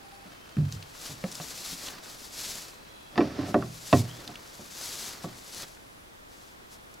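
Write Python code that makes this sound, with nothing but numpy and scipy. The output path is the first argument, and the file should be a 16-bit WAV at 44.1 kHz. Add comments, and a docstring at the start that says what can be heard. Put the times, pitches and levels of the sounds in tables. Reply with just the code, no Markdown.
"""Stepping ashore from a plastic boat

A boot booms in the hollow hull; gear at the bow knocks, judders and scrapes, driving the shell's modes.
A mooring rope buzzes over the rim. Clothes and long grass swish and snap with each stride on the bank.
Behind: the soft rush of the river, far birds, one insect."""
import sys
import numpy as np
from scipy import signal
from scipy.fft import rfft, irfft, next_fast_len
from scipy.io import wavfile
from scipy.ndimage import map_coordinates

SR = 44100
rng = np.random.default_rng(int(sys.argv[2]) if len(sys.argv) > 2 else 0)


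def log_audio(samples):
    """Write samples as a 16-bit WAV file to the path given in sys.argv[1]."""
    # one column per channel
    frames = np.atleast_2d(samples).T
    # limit to full scale, then quantise
    limited = np.clip(frames, -1, 1)
    pcm = np.round(limited * 32767).astype(np.int16)
    wavfile.write(sys.argv[1], SR, pcm)


N = 308700

# river spectrum: f/Hz, level/dB
RIVER_SPECTRUM = [(12, -23), (20, -2), (101, -6.5), (172, -8), (317, -8), (419, -10.5), (1080, -14.5),
                  (2800, -21), (3310, -19.5), (4760, -22), (10400, -27.5), (15800, -30.5)]
# river stereo width: f/Hz, side over mid/dB
RIVER_WIDTH = [(60, -13), (110, -5.5), (200, -2), (380, 2.5), (700, 6), (1290, 7), (2380, 6), (4400, -1.5),
               (8120, -0.5), (15000, -4.5)]
# far birds: start t/s, end t/s, start f/Hz, end f/Hz, width/Hz, level/dB
BIRD_CALLS = [(-.1, 0.268, 795, 792, 44.6, -57.5), (-.03, .19, 5040, 4450, 150, -67),
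              (.252, 0.957, 3060, 3200, 139, -63.5), (2.704, 3.155, 4070, 4010, 150, -63),
              (2.87, 3.214, 3380, 3310, 350, -61.5)]
# insect chirrs: t/s, level/dB
CHIRRS = [(0, -67), (2.889, -67), (3.503, -70), (5.75, -68.5), (6.72, -71)]

# blows on the hull: t/s, level/dB, contact corner/Hz, bass/dB, place/0-1, panel f/Hz, panel level/dB
KNOCKS = [(.255, -38.5, 910, 5.5, 0.32, 187, -3), (.567, -7, 150, 10, 0.2, 199, -12),
          (.675, -22, 150, 6, .1, 131, -3), (.728, -21, 130, 14, 0.24, 117, -20),
          (1.095, -30, 400, 10, 0.31, 151, -8.5), (1.239, -19.5, 1300, -14, 0.68, 186, -2),
          (1.399, -29, 2200, -28, 1, 161, -2), (1.721, -35, 300, -4.5, 0, 170, -1.5),
          (3.157, -23, 4500, -18, 0.84, 1800, -13), (3.177, -6, 4760, -7, .57, 1190, -19),
          (3.206, -12, 3200, -14, 0.53, 2560, -17), (3.483, -20, 500, 9.5, 1, 294, -13),
          (3.543, -2, 1200, -3, 0.42, 1250, -12), (3.624, -22, 1800, -3, .77, 1330, -4),
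          (3.928, 0.5, 4200, 0, .3, 680, -2.5), (3.932, -10.5, 348, 2, 0.26, 277, -1.5),
          (3.974, -20, 350, -5, 0.54, 105, -2), (4.29, -26, 900, -5, 0.23, 218, -20),
          (4.593, -28.5, 490, 0, 0.36, 196.3, -10.5), (5.242, -18, 1300, -10, 0.71, 174, -9.5)]
# bouncing contacts: t/s, gap/s, loss per contact/dB, then as KNOCKS from level on
JUDDERS = [(.587, .0205, 3, -10.5, 118, 8, 0.31, 150, -5.5),
           (3.191, 0.027, 6.9, -6.5, 600, -9, 0.4, 297, -4.5),
           (3.388, .022, 5.1, -18.5, 910, 1, 1, 287, -2), (3.558, .015, 8.5, -16, 740, -18, .3, 550, 5)]
# shell modes: f/Hz, level/dB, t60/s
HULL_MODES = [(71, -39, .5), (98.5, -26, 0.35), (122.2, -26, 0.5), (148.4, -29, 0.32), (160.3, -31.5, 0.66),
              (209.5, -25, 0.29), (237.8, -19.5, 0.19), (278.1, -18, 0.19), (301, -18.5, 0.17),
              (351.6, -19, 0.15), (392, -19.5, 0.15), (476, -18.5, 0.058), (534, -17.5, 0.075),
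              (597, -15.5, 0.084), (672, -22, 0.09), (711.5, -19, 0.088), (830, -29, 0.066),
              (1052, -23, 0.083), (1140, -20.5, 0.066), (1296, -18, 0.04), (1480, -24, 0.044),
              (1765, -21, 0.043), (1900, -30, 0.1), (2360, -28.5, 0.055), (2594, -27.5, 0.058),
              (2700, -25, 0.034), (3610, -24, 0.02), (4640, -19.5, 0.023)]
# dense weak modes: f/Hz, level/dB
DENSE_SPECTRUM = [(60, -0.5), (130, 13), (300, 1.5), (460, -5), (680, 3), (930, -4.5), (1150, -4.5),
                  (1550, -9.5), (2500, -15), (4000, -6.5), (5500, -7.5), (8000, -24), (16000, -41)]
# their decay: f/Hz, t60/s
DENSE_T60 = [(100, 0.32), (300, 0.42), (800, 0.28), (2000, 0.082), (5000, 0.065), (12000, 0.016)]
# near sources: f/Hz, left-right correlation
NEAR_CORRELATION = [(200, 1), (1000, 0.8), (2000, 1), (4500, 0.94), (14000, 0.94)]
# bank echo: f/Hz, level/dB
ECHO_SPECTRUM = [(100, 0), (1500, -7), (4000, 22), (10000, -5)]
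# bank echo: f/Hz, left-right correlation
ECHO_CORRELATION = [(100, 1), (1000, 0.3)]

# cloth and grass sliding: t/s, rise/s, hold/s, fall/s, level/dB, left over right/dB
SWISHES = [(0.74, .13, 0.0099, .06, -52.5, 5), (0.827, 0.14, .04, 0.23, -63, 8),
           (1.031, .16, 0.096, .03, -44.5, 2.5), (1.454, 0.48, 0.019, 0.26, -45.5, 4.5),
           (1.665, 0.36, 0.047, 0.18, -39.5, 2), (1.837, 0.088, 0.034, 0.12, -43.5, 2.5),
           (2.043, 0.028, 0.036, 0.52, -49.5, 3), (2.235, 0.16, .015, 0.089, -47, 2),
           (2.337, 0.051, 0.058, 0.24, -44.5, 1), (2.402, 0.13, .18, .17, -41, 1.5),
           (3.492, 0.061, .005, .05, -50, 4.5), (3.68, .8, 0.49, 0.5, -55, 4.5),
           (3.964, 0.26, 0.041, 0.039, -40, 2), (4.537, 0.32, 0.11, .2, -53, 2.5),
           (4.802, 0.17, 0.27, 0.17, -41, 2.5), (5.23, .02, 0.0034, 0.076, -50, 5),
           (5.317, 0.083, 0.37, 0.25, -56, 4), (5.576, 0.21, 0.053, 0.036, -44, 3),
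           (6.317, 0.057, 0.18, 0.094, -61, 5), (6.725, .04, 0.011, 0.049, -53, 4)]
# sliding hiss: f/Hz, level/dB
SWISH_SPECTRUM = [(880, -9.5), (1500, -10.5), (2600, -7.5), (2930, -7), (3940, -2.5), (4940, -1),
                  (7850, -4), (8580, -9.5), (10700, -7.5), (13000, -11.5), (15800, -19)]
# heavy cloth bunching: t/s, rise/s, hold/s, fall/s, level/dB
CRUMPLES = [(0.305, 0.11, 0.034, .08, -53.5), (.6, 2.5, 0.24, 0.44, -54), (1.064, 0.22, 0.039, .15, -48),
            (1.36, 0.78, 0.11, 0.44, -50), (1.862, 0.2, 0.015, 0.52, -43.5), (2.6, .6, .05, 1.15, -52.5),
            (4.03, 0.27, 0.13, 1.2, -48.5), (5.095, 0.49, 0.018, 0.6, -46),
            (5.613, 0.059, 0.023, 0.052, -41.5)]
# jacket folds: f/Hz, level/dB
FOLD_SPECTRUM = [(80, -5), (180, 2), (400, -1), (900, -2.5), (1600, -2), (2800, -8.5), (4500, -4.5),
                 (9000, -19)]
# stalks, buckles, rope: t/s, level/dB, f/Hz
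SNAPS = [(.4918, -42.5, 3840), (0.5683, -34.5, 1560), (.7243, -30, 4900), (0.8257, -33, 3300),
         (0.9505, -40, 1590), (1.239, -28, 2300), (1.3157, -29, 5500), (1.3244, -28, 5680),
         (1.3528, -26, 5360), (1.4, -34, 1680), (1.862, -31, 3500), (1.8708, -28, 3430), (1.884, -28, 3300),
         (2.0357, -35.5, 5030), (3.5423, -26, 1850), (4.2767, -28.5, 3590), (4.3557, -30.5, 2840),
         (5.771, -42, 1560), (6.9406, -41, 6660)]
# snap before its band filter: f/Hz, level/dB
SNAP_SPECTRUM = [(300, -0.21), (16000, -1.8)]

# gear shoved along the floor, then the rope sliding over the hull: t/s, rise/s, hold/s, fall/s, level/dB
SHOVES = [(3.186, 0.061, 0.073, 0.16, -38), (3.376, 0.13, 0.088, 0.2, -38.5), (3.612, .1, .01, .13, -45.5),
          (4.188, 0.32, 0.11, 0.18, -53)]
# slip force and surface scratch: f/Hz, level/dB
SLIP_SPECTRUM = [(80, 24), (300, 20.5), (5000, 4.4)]
SCRATCH_SPECTRUM = [(300, 7), (1500, 12.5), (3000, 7.5), (5500, 9), (9000, -19)]
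# rope over the rim: t/s, strand rate/Hz, level/dB
ROPE_PULL = [(4.04, 2610, -65), (4.09, 2950, -48), (4.13, 3280, -49), (4.21, 3500, -61), (4.26, 3460, -73)]


def amp(db):
    """Decibels to gain."""
    return 10 ** (np.asarray(db) / 20)


def unit_rms(x):
    """Scale to rms 1."""
    return x / np.sqrt(np.mean(x ** 2) + 1e-20)


def at_hz(points, hz):
    """Interpolate (f, value) points on a log axis."""
    f, value = np.transpose(points)
    return np.interp(np.log(hz + 1), np.log(f + 1), value)


def wobble(rate_hz):
    """Smooth random curve, knots at rate_hz."""
    knots = rng.standard_normal(int(N * rate_hz / SR) + 4)
    return map_coordinates(knots, [np.arange(N) * rate_hz / SR])


def grain(rate_hz, depth_db):
    """Spiky gain, rms 1: surfaces catch and let go."""
    return unit_rms(amp(depth_db * np.clip(wobble(rate_hz), -2, 2)))


def filtered(x, response):
    """Apply a frequency response by FFT."""
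    n = x.shape[-1]
    padded = next_fast_len(n + 8192)
    return irfft(rfft(x, padded) * response(np.fft.rfftfreq(padded, 1 / SR)), padded)[..., :n]


def pan(left_db):
    """Channel gains for a left-right difference."""
    return amp(np.array([[0.5], [-0.5]]) * left_db)


def add(track, at_s, sound):
    """Mix a sound in at at_s."""
    part = track[:, max(round(at_s * SR), 0):][:, :sound.shape[-1]]
    part += sound[..., :part.shape[-1]]


def noise(spectrum, correlation=NEAR_CORRELATION, size=N):
    """Shaped stereo noise, rms 1."""
    def shape(hz):
        angle = np.arccos(np.clip(at_hz(correlation, hz), -1, 1)) / 2
        return amp(at_hz(spectrum, hz)) * np.array([np.cos(angle), np.sin(angle)])
    mid, side = filtered(rng.standard_normal((2, size)), shape)
    return unit_rms(np.array([mid + side, mid - side]))


def stroke(at_s, rise_s, hold_s, fall_s, db, ramp_db=20):
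    """Gain of one movement: up ramp_db per rise_s, held from at_s, down ramp_db per fall_s."""
    t = np.arange(N) / SR
    ramps = np.maximum(at_s - t, 0) / rise_s + np.maximum(t - at_s - hold_s, 0) / fall_s
    return amp(db - ramp_db * np.minimum(ramps, 10))


def power_sum(gains):
    """Unrelated noises add in power."""
    return np.sqrt(sum(g ** 2 for g in gains))


def river(level_db=-50, drift_db=0.03):
    """Moving water and light air: a wide, near-steady rush."""
    mid, side = filtered(rng.standard_normal((2, N)), lambda hz: amp(at_hz(RIVER_SPECTRUM, hz)))
    side = filtered(side, lambda hz: amp(at_hz(RIVER_WIDTH, hz)))
    return amp(level_db - drift_db * wobble(4)) * unit_rms(np.array([mid + side, mid - side]))


def far_call(start_s, end_s, start_hz, end_hz, width_hz, db):
    """Distance smears a call into a narrow noise band."""
    progress = np.clip((np.arange(N) / SR - start_s) / (end_s - start_s), 0, 1)
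    phase = 2 * np.pi * np.cumsum(start_hz + (end_hz - start_hz) * progress) / SR
    smear = filtered(rng.standard_normal((2, N)), lambda hz: 1 / (1 + (2 * hz / width_hz) ** 4))
    arch = np.sqrt(8 * progress * (1 - progress))
    return amp(db) * arch * unit_rms(smear) * np.sin(phase)


def birds():
    """Soft, far whistles."""
    return sum(far_call(*call) for call in BIRD_CALLS)


def insect(length_s=0.32, pitch_hz=10280, width_hz=600):
    """One high chirr, repeated in the grass."""
    return sum(far_call(at_s, at_s + length_s, pitch_hz, pitch_hz, width_hz, db) for at_s, db in CHIRRS)


def contact(hz, corner_hz, bass_db, shelf_hz=200):
    """Blow spectrum: a soft one lacks treble, a heavy one moves the whole shell."""
    return amp(bass_db / (1 + (hz / shelf_hz) ** 4)) / np.sqrt(1 + (hz / corner_hz) ** 4)


def shell_ring(t, corner_hz, bass_db, place, node_db=3.5, travel_s=0.002, scatter_db=3.5, spread_db=1.5):
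    """Hull modes after a blow, weighted by the place struck."""
    hz, db, t60_s = np.transpose(HULL_MODES)[:, :, None]
    wavenumber = np.sqrt(hz / hz[0])
    age_s = np.maximum(t - travel_s / wavenumber, 0)  # low bending waves travel slowest
    level_db = db + node_db * np.cos(2 * np.pi * wavenumber * place)
    level_db += scatter_db * rng.standard_normal(hz.shape)
    attack = 1 - np.exp(-2 * age_s * hz)
    modes = attack * amp(level_db - 60 * age_s / t60_s) * np.sin(2 * np.pi * hz * age_s)
    sides = pan(spread_db * rng.standard_normal(len(hz)) * wavenumber[:, 0] / wavenumber.mean())
    return sides @ (contact(hz, corner_hz, bass_db) * modes)


def dense_ring(t, corner_hz, bass_db):
    """Countless weak modes: noise whose treble dies first."""
    hz, age_s, bins = signal.stft(noise(DENSE_SPECTRUM, size=len(t)), SR, nperseg=256)
    fade = amp(-60 * age_s / at_hz(DENSE_T60, hz)[:, None])
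    tail = signal.istft(bins * fade, SR, nperseg=256)[1][:, :len(t)]
    return filtered(tail, lambda f: contact(f, corner_hz, bass_db))


def panel_ring(t, hz, t60_cycles=15):
    """The struck panel swings for a few damped cycles."""
    cycles = hz * t
    return np.sin(2 * np.pi * cycles) * amp(-60 * cycles / t60_cycles) * (1 - np.exp(-cycles))


def blow(db, corner_hz, bass_db, place, panel_hz, panel_db):
    """One contact rings shell and panel."""
    t = np.arange(SR * 2 // 3) / SR
    shell = amp(1.5) * shell_ring(t, corner_hz, bass_db, place)
    dense = amp(-22) * dense_ring(t, corner_hz, bass_db)
    panel = amp(panel_db + 4) * panel_ring(t, panel_hz)
    return amp(db) * (shell + dense + panel)


def knocks(judder_contacts=3):
    """Boots and gear strike the hull, once or in a weakening run."""
    out = np.zeros((2, N))
    for at_s, *touch in KNOCKS:
        add(out, at_s, blow(*touch))
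    for at_s, gap_s, loss_db, db, *touch in JUDDERS:
        for k in range(judder_contacts):
            add(out, at_s + k * gap_s, blow(db - k * loss_db, *touch))
    return out


def bass_cut(x, cut_hz=68):
    """A high-pass takes out the deepest bass."""
    return signal.sosfilt(signal.butter(4, cut_hz, "highpass", fs=SR, output="sos"), x)


def bank_echo(x, t60_s=1.6, wet_db=-32):
    """The wooded bank scatters a faint tail."""
    t = np.arange(SR) / SR
    tail = noise(ECHO_SPECTRUM, ECHO_CORRELATION, size=SR) * amp(-60 * t / t60_s)
    return amp(wet_db) * signal.fftconvolve(x, tail / np.linalg.norm(tail[0]), axes=1)[:, :N]


def crackle(rate_hz=70, spread_db=5):
    """Single blades and creases tick, random in time and size."""
    onsets = rng.random(N) < rate_hz / SR
    impulses = onsets * amp(spread_db * np.clip(rng.standard_normal(N), -2, 2))
    size = SR // 250
    tick = noise(SWISH_SPECTRUM, size=size) * np.exp(-np.linspace(0, 4, size))
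    ticks = signal.fftconvolve(impulses[None], tick, axes=1)[:, :N]
    return unit_rms(ticks) * grain(2000, depth_db=-3)


def rustle(swish_db=2, fold_db=-1, crackle_db=-12, tug_db=-12):
    """Cloth and grass slide with a grainy hiss; jacket folds crumple lower, tugged by each slide."""
    slide = power_sum(stroke(*move) * pan(left_db) for *move, left_db in SWISHES)
    hiss = noise(SWISH_SPECTRUM) * grain(900, depth_db=0.66) * grain(60, depth_db=1.47)
    swish = amp(swish_db) * slide * (hiss + amp(crackle_db) * crackle())
    bunching = power_sum([amp(tug_db) * slide.mean(0)] + [stroke(*move) for move in CRUMPLES])
    folds = noise(FOLD_SPECTRUM) * grain(140, depth_db=3)
    return swish + amp(fold_db) * bunching * folds


def snaps(gain_db=-5, t60_s=0.026, half_width_oct=0.55):
    """Stalks, buckles and rope snap: short bursts, each around its own pitch."""
    out = np.zeros((2, N))
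    t = np.arange(SR // 10) / SR
    for at_s, db, pitch_hz in SNAPS:
        band = lambda hz: 1 / (1 + (np.log2((hz + 1) / pitch_hz) / half_width_oct) ** 2)
        burst = unit_rms(filtered(noise(SNAP_SPECTRUM, size=len(t)), band))
        add(out, at_s, amp(db + gain_db - 60 * t / t60_s) * burst)
    return out


def gear_scrape(width_hz=40, scratch_db=-8):
    """Gear, then the rope, slips unevenly over the hull, driving its modes; a thin scratch on top."""
    def shell(f):
        damping = 1j * f * width_hz
        return sum(amp(db) * damping / (hz * hz - f * f + damping) for hz, db, _ in HULL_MODES)
    slips = grain(250, depth_db=2.5) * noise(SLIP_SPECTRUM)
    scratch = amp(scratch_db) * noise(SCRATCH_SPECTRUM)
    force = power_sum(stroke(*shove) for shove in SHOVES)
    return force * (unit_rms(filtered(slips, shell)) + scratch)


def rope(jitter=0.06):
    """The braid buzzes over the rim, rising as the pull speeds up."""
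    t = np.arange(N) / SR
    at_s, rate_hz, db = np.transpose(ROPE_PULL)
    buzz_hz = np.interp(t, at_s, rate_hz) * (1 + jitter * wobble(1500))
    phase = 2 * np.pi * np.cumsum(buzz_hz) / SR
    return amp(np.interp(t, at_s, db)) * np.sin(phase) * grain(200, depth_db=4.5)


def scene():
    """Boat slightly right, swishes to the left, river all round."""
    boat = bass_cut(knocks() + gear_scrape()) * pan(left_db=-1.4)
    return river() + birds() + insect() + boat + bank_echo(boat) + rustle() + snaps() + rope()


def record(dry, top_hz=15850):
    """Brick-wall low-pass."""
    return filtered(dry, lambda hz: hz < top_hz)


dry = scene()
out = record(dry)
log_audio(out)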